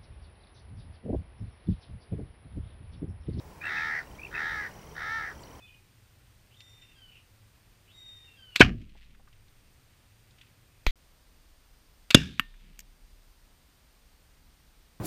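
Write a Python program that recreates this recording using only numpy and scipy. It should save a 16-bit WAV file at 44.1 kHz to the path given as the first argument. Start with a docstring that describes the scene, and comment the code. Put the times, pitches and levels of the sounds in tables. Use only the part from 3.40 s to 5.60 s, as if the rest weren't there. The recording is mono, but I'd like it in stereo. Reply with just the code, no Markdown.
"""A wheat field. A crow caws three times: throat pulses on an arching pitch, chopped by a fast
rattle, ring the throat and open beak, then slide quickly down. A smaller bird trills to the right
and another gives a few thin chips. Something chirrs faintly near 6 kHz. Behind them are low wind,
distant rumble, a far drone, and a camera's hiss, faint regular tick and thin whine."""
import sys
import numpy as np
from scipy import signal
from scipy.fft import rfft, irfft, next_fast_len
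from scipy.io import wavfile
from scipy.ndimage import uniform_filter1d

SR = 44100
rng = np.random.default_rng(int(sys.argv[2]) if len(sys.argv) > 2 else 0)


def log_audio(samples):
    """Write samples as a 16-bit WAV file to the path given in sys.argv[1]."""
    # one column per channel
    frames = np.atleast_2d(samples).T
    # limit to full scale, then quantise
    limited = np.clip(frames, -1, 1)
    pcm = np.round(limited * 32767).astype(np.int16)
    wavfile.write(sys.argv[1], SR, pcm)


N = 97020


def throat_pulses(hz, depth, rough):
    """Jittered, breathy pulses, swung in pitch and level by a rattle that speeds up with pitch."""
    n = len(hz)
    rattle_hz = 78.53 * (hz / 444.7) ** 0.24 * (1 + 0.014 * rough * wander(n, 40))
    rattle_phase = 2 * np.pi * np.cumsum(rattle_hz) / SR
    rattle = np.cos(rattle_phase)
    bend_phase = rattle_phase + 2.07
    bend = np.cos(bend_phase) + 0.51 * np.sin(2 * bend_phase)  # overtone sharpens each beat
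    jitter = 0.0581 * rough * wander(n, 350)
    phase = 2 * np.pi * np.cumsum(hz * (1 + 0.13 * depth * bend + jitter)) / SR
    smear_rad = 0.65  # the throat spreads each pulse in time
    pulses = unit(sum(np.cos(k * phase + smear_rad * k * k) for k in range(2, 19)))
    breath = unit(band(rng.standard_normal(n), 740, 4700) * (1 + .5 * np.cos(phase)))
    shimmer = 0.21 * wander(n, 270)
    gate = np.exp(depth * (0.54 * rattle + shimmer))
    return gate * (pulses + 0.55 * rough * breath), breath, rattle


def formant(x, lo, hi, drop_hz):
    """A throat resonance that sinks by the curve drop_hz."""
    shift = np.exp(2j * np.pi * np.cumsum(drop_hz) / SR)
    ringing = band((signal.hilbert(x) * shift).real, lo, hi, order=2)
    return (signal.hilbert(ringing) / shift).real


# Main, lower, upper throat resonance: low f/Hz, high f/Hz
THROAT_BANDS = [(1646, 1855), (1246, 1490), (1887, 2127)]
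# Nasal ring of the open beak: f/Hz, relative level/dB
BEAK_RING = [(2000, -37), (2500, -31), (2680, -24), (2860, -18.5), (3150, 7), (3350, 3), (3650, 12),
             (3900, 10.5), (4200, -6), (6000, -40)]
# Top of the voice: f/Hz, relative level/dB
RASP_SPECTRUM = [(2200, -52), (3000, -20), (3700, -18.5), (4350, 5), (4800, 4.5), (5400, 7.5), (6000, 3.5),
                 (6600, -11.5), (8000, -23), (12000, -45)]


def caw(contour, levels):
    """Throat pulses ring three resonances and the open beak; its closing pulls the three down."""
    contour, levels = np.array(contour), np.array(levels)
    t = np.arange(contour[0, 0], contour[-1, 0], 1 / SR)
    hz, depth, rough = (np.interp(t, contour[:, 0], c) for c in contour.T[1:])
    *gains, ring, rasp = (amp(np.interp(t, levels[:, 0], c)) for c in levels.T[1:])
    drive, breath, rattle = throat_pulses(hz, depth, rough)
    close_s, close_drop_hz = 0.053, 328
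    drop_hz = close_drop_hz * np.clip(1 - (t[-1] - t) / close_s, 0, 1)
    voice = sum(g * steady(formant(drive, lo, hi, drop_hz)) for g, (lo, hi) in zip(gains, THROAT_BANDS))
    effort = np.sqrt(sum(g * g for g in gains))
    second_harmonic = steady(band(drive * np.exp(0.94 * rattle), 651, 972))  # chopped hardest
    voice += amp(-17) * effort * second_harmonic
    for spectrum, gain in (BEAK_RING, ring * amp(1.5)), (RASP_SPECTRUM, rasp):
        voice += gain * steady(shape(drive + .35 * breath, lambda f: amp(at_hz(spectrum, f))))
    fade = np.clip(np.minimum(t - t[0], t[-1] - t) / .008, 0, 1)
    return voice * fade


# Per caw: t/s, f/Hz, rattle depth, roughness/0-1
CAW_CONTOURS = [
    [(.202, 339.8, 1.45, 0.47), (.25, 385.6, 1.44, 0.47), (.29, 407.2, 1.02, 0.38),
     (.32, 420.7, 0.52, 0.31), (.38, 433.2, 0.43, 0), (.445, 448.6, 0.38, 0.08), (.48, 442.8, 0.42, 0.11),
     (.51, 434, 0.49, 0.25), (.55, 414, 0.56, 0.35), (.595, 390, 0.55, 0.37), (.615, 335.4, .25, .15),
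     (.64, 289, .5, 0.5)],
    [(.901, 348.8, 1.46, 0.3), (.95, 372.4, 1.13, 0.48), (.985, 401.9, 0.93, 0.42),
     (1.035, 437.8, 0.4, 0.22), (1.07, 443.8, 0.53, 0), (1.10, 450.8, 0.73, .06), (1.14, 443.4, 0.33, 0.17),
     (1.17, 426.7, 0.32, 0.15), (1.22, 411.6, 0.38, 0.16), (1.262, 391, 0.36, .25), (1.282, 326, .25, .15),
     (1.31, 277, 0.36, 0.46)],
    [(1.541, 347, 1.4, 0.37), (1.585, 364, 1.52, .45), (1.61, 392.4, 0.97, 0.54), (1.635, 423.3, 0.4, 0.29),
     (1.68, 431.4, 0.36, 0.11), (1.712, 444, .2, 0.15), (1.765, 451.3, 0.22, 0.04),
     (1.80, 438.6, 0.3, 0.09), (1.85, 428.8, 0.57, 0.23), (1.89, 390.3, 0.5, .2), (1.918, 315, .2, 0.2),
     (1.94, 282, 0.41, .4)],
]
# Per caw: t/s, then relative level/dB of main, lower, upper resonance, beak ring, rasp
CAW_LEVELS = [
    [(0.202, -60, -74, -65, -85, -72), (0.208, -55, -79, -60, -72, -73),
     (0.234, -41.5, -45.5, -57, -65, -68), (0.268, -35.5, -46.5, -41.5, -53, -61.5),
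     (0.314, -43, -40, -35.5, -52, -55), (0.366, -32, -42.5, -39, -50.5, -53),
     (0.476, -36.5, -38.5, -38.5, -53.5, -54.5), (0.538, -36, -48, -36.5, -69, -56.5),
     (0.594, -43, -53, -34, -83, -55.5), (0.614, -39.5, -59, -54, -70, -61),
     (0.62, -61, -62, -65, -78, -71), (0.634, -64, -65, -64, -63, -58), (0.64, -61, -63, -63, -84, -71)],
    [(0.901, -60, -60, -71, -85, -78), (0.911, -56, -59, -72, -70, -77), (0.927, -45.5, -48, -63, -65, -74),
     (0.951, -39, -44.5, -42.5, -59, -61), (1.005, -33.5, -40, -40, -55.5, -57),
     (1.091, -33.5, -45, -46, -50.5, -58), (1.175, -36.5, -40, -43, -59.5, -57),
     (1.221, -38, -53, -41.5, -68, -59), (1.253, -39.5, -46, -45, -79, -59),
     (1.271, -43, -59, -41, -66, -63), (1.289, -53, -68, -68, -77, -70), (1.305, -61, -66, -63, -85, -64),
     (1.31, -60, -66, -64, -68, -63)],
    [(1.541, -66, -70, -76, -77, -68), (1.561, -44, -48, -60, -63, -62),
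     (1.581, -40.5, -49.5, -53, -61.5, -59), (1.615, -42.5, -40.5, -43, -56, -58.5),
     (1.705, -35, -38, -44.5, -55, -55.5), (1.795, -38, -36.5, -48, -57.5, -56.5),
     (1.843, -40, -42.5, -42, -65, -61), (1.881, -39, -58, -46.5, -78, -61),
     (1.915, -47, -49, -54, -72, -66), (1.925, -58, -57, -55, -85, -69), (1.94, -56, -81, -68, -84, -62)],
]
# Left-ear lead: f/Hz, phase/rad
LEFT_LEAD = [(100, 0), (600, -0.66), (2070, -0.39), (2800, 0.6), (4000, 0.7), (6200, 1), (9000, 0.2)]


def crow():
    """Three caws, a little to the left."""
    caws = np.zeros(N)
    for contour, levels in zip(CAW_CONTOURS, CAW_LEVELS):
        add(caws, contour[0][0], caw(contour, levels))
    left, right = amp(-1.74) * pan(caws, left_db=0.9)
    return np.array([shape(left, lambda f: np.exp(1j * at_hz(LEFT_LEAD, f))), right])


def whistle(length_s, from_hz, to_hz, db, arch=0):
    """A short sine glide; arch lowers the pitch at both ends."""
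    u = np.linspace(0, 1, max(int(length_s * SR), 8))
    hz = (from_hz + (to_hz - from_hz) * u) * (1 - arch * (2 * u - 1) ** 2)
    envelope = amp(db) * np.sqrt(2) * np.sin(np.pi * u)
    return envelope * np.sin(2 * np.pi * (np.cumsum(hz) / SR + rng.random()))


# Trill notes: centre t/s, length/s, f/Hz, level/dB before panning
TRILL_NOTES = [(0.21, 0.01, 2440, -52), (.221, .014, 2480, -40), (.240, 0.01, 2650, -39.5),
               (.257, 0.0092, 2680, -37.5), (0.272, 0.016, 2730, -40.5), (0.292, .010, 2590, -44),
               (0.374, 0.022, 2600, -42), (0.382, 0.014, 2585, -36.5), (0.406, .009, 2566, -40.5),
               (0.424, .008, 2430, -40), (0.789, .011, 2310, -51), (0.798, 0.012, 2427, -44.5),
               (.819, 0.008, 2540, -42), (.836, 0.01, 2650, -39), (0.852, 0.0087, 2696, -39),
               (0.869, .010, 2450, -44), (0.89, .008, 2540, -60), (.949, 0.015, 2640, -41),
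               (0.959, .015, 2572, -36), (0.98, 0.0091, 2620, -37), (1, 0.0048, 2480, -46)]


def trilling_bird():
    """Four quick runs of arched whistles, to the right."""
    out = np.zeros(N)
    for centre_s, length_s, hz, db in TRILL_NOTES:
        add(out, centre_s - length_s / 2, whistle(length_s, hz, hz, db, arch=0.11))
    return pan(out, left_db=-2.5)


# Chips: centre t/s, length/s, start f/Hz, end f/Hz, level/dB
CHIP_NOTES = [(.258, 0.0075, 8430, 7740, -57.5), (2.009, .004, 8150, 6900, -58),
              (2.022, .005, 9100, 6200, -55.5), (2.037, 0.0053, 5280, 3800, -49)]


def chipping_bird():
    """A few thin, high, falling whistles."""
    out = np.zeros(N)
    for centre_s, length_s, from_hz, to_hz, db in CHIP_NOTES:
        add(out, centre_s - length_s / 2, whistle(length_s, from_hz, to_hz, db))
    return out


def field_scatter(x, t60_s=0.13, gap_s=.002, width=0.24):
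    """Short scatter from crops and ground, much alike in both ears."""
    t = np.arange(SR // 2) / SR
    mid, side = rng.standard_normal((2, len(t))) * amp(-60 * t / t60_s) * (t > gap_s)
    tail = np.array([mid + width * side, mid - width * side])
    return signal.fftconvolve(x, tail / np.linalg.norm(tail[0]), axes=1)[:, :N]


# Chirr loudness: t/s, level/dB
CHIRR_SWELL = [(.7, -67), (1.35, -60.5), (2.2, -60.5)]


def chirr(start_s=.677, period_s=.02557, length_s=.013, fall_hz=530):
    """A faint, fast train of tiny falling whistles."""
    out = np.zeros(N)
    for centre_s in np.arange(start_s, N / SR, period_s):
        hz = 6025 * (1 + 0.011 * rng.standard_normal())
        db = np.interp(centre_s, *np.transpose(CHIRR_SWELL)) + rng.standard_normal()
        add(out, centre_s - length_s / 2, whistle(length_s, hz, hz - fall_hz, db))
    return out


def tick_and_whine(start_s=.6705, period_s=.04, tick_s=0.0071, whine_hz=15625, whine_db=-77):
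    """A camera's regular tonal tick over its thin, steady whine."""
    out = amp(whine_db) * np.sqrt(2) * np.sin(2 * np.pi * whine_hz * np.arange(N) / SR)
    for onset_s in np.arange(start_s, N / SR, period_s):
        hz = 3007 * (1 + 0.04 * rng.standard_normal())
        add(out, onset_s, whistle(tick_s, hz, hz, db=-57.5 + rng.standard_normal()))
    return out


# Wind, wash and hiss: f/Hz, relative level/dB
AIR_SPECTRUM = [(12, -20), (20, -13.5), (59, 2), (149, -6.5), (187, -8), (203, -11.5), (317, -11),
                (419, -9), (539, -11.5), (655, -12.5), (713, -12), (996, -10.5), (1280, -19.5),
                (2180, -19.5), (3040, -25), (3500, -28), (5780, -26), (6470, -30), (15800, -35.5)]
# Left-right likeness: f/Hz, coherence
AIR_COHERENCE = [(60, 0.99), (120, 1), (240, 0.91), (480, 0.66), (950, 0.69), (1890, 0.11), (3770, 0.023),
                 (7520, 0.23), (15000, 1)]


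def wind_and_hiss():
    """Wind rumble, distant wash and hiss: shaped noise with drifting louder and softer patches."""
    frames, hz = N // 512 + 5, np.fft.rfftfreq(2048, 1 / SR)[:, None]
    left_re, left_im, other_re, other_im, patches = rng.standard_normal((frames, len(hz), 5)).T
    patches = unit(uniform_filter1d(uniform_filter1d(patches, size=10, axis=0), size=8, axis=1))
    coherence = at_hz(AIR_COHERENCE, hz)
    left = left_re + 1j * left_im
    right = coherence * left + np.sqrt(1 - coherence ** 2) * (other_re + 1j * other_im)
    gain = amp(at_hz(AIR_SPECTRUM, hz) + 1.5 * patches / (1 + hz / 5000))
    _, noise = signal.istft(np.array([left, right]) * gain, nperseg=2048, noverlap=1536)
    return amp(-47.5) * unit(noise[:, :N])


# Drone partials: f/Hz, level/dB before the swell
DRONE_PARTIALS = [(68, -68), (159, -62), (211, -66.5), (318, -66.5), (890, -84.5)]


def far_drone(width_hz=4.9):
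    """Faint tones, each wavering in level and phase."""
    t, out = np.arange(N) / SR, np.zeros(N)
    for hz, db in DRONE_PARTIALS:
        waver = wander(N, width_hz) + 1j * wander(N, width_hz)
        out += amp(db) * unit((waver * np.exp(2j * np.pi * hz * t)).real)
    return out


# Background swell: t/s, relative level/dB
BACKGROUND_SWELL = [(0, -3), (.3, -1.5), (.8, -1.5), (1.25, 0), (1.6, -1.5), (2.2, -1)]


def background():
    """Wind, hiss and drone, swelling gently together."""
    swell_db = np.interp(np.arange(N) / SR, *np.transpose(BACKGROUND_SWELL))
    return (wind_and_hiss() + far_drone()) * amp(swell_db)


def amp(db):
    """Decibels to gain."""
    return 10 ** (np.asarray(db) / 20)


def unit(x):
    """Scales to rms 1."""
    return x / np.sqrt(np.mean(abs(x) ** 2) + 1e-20)


def at_hz(table, hz):
    """Interpolates a table on a log-frequency axis."""
    f, value = np.transpose(table)
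    return np.interp(np.log(hz + 1), np.log(f + 1), value)


def add(mix, start_s, sound):
    """Mixes a sound in at start_s."""
    part = mix[max(round(start_s * SR), 0):][:len(sound)]
    part += sound[:len(part)]


def shape(x, gain):
    """Filters by gain(f)."""
    size = next_fast_len(len(x) + 2048)
    return irfft(rfft(x, size) * gain(np.fft.rfftfreq(size, 1 / SR)), size)[:len(x)]


def band(x, lo, hi, order=3):
    """Flat-topped resonance from lo to hi Hz."""
    return shape(x, lambda f: 1 / np.sqrt(1 + ((f * f - lo * hi) / ((f + 1) * (hi - lo))) ** (2 * order)))


def wander(count, hz):
    """Low-passed noise, rms 1."""
    return unit(shape(rng.standard_normal(count), lambda f: 1 / (1 + (f / hz) ** 4)))


def steady(x):
    """Holds rms at 1 over a few rattle cycles."""
    power = uniform_filter1d(uniform_filter1d(x * x, size=1130), size=570)
    return x / np.sqrt(abs(power) + 1e-12)


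def pan(x, left_db):
    """Stereo pair: left_db added on the left, taken off the right."""
    return np.array([x * amp(left_db), x * amp(-left_db)])


def scene():
    """Birds and their weak scatter over the background and faint tones."""
    birds = crow() + trilling_bird() + chipping_bird()
    return birds + amp(-8) * field_scatter(birds) + background() + tick_and_whine() + chirr()


def record(dry):
    """Steep low-pass at 15850 Hz."""
    taps = signal.firwin(511, 15850, window=("kaiser", 9), fs=SR)
    return signal.oaconvolve(dry, taps[None], "same")


dry = scene()
out = record(dry)
log_audio(out)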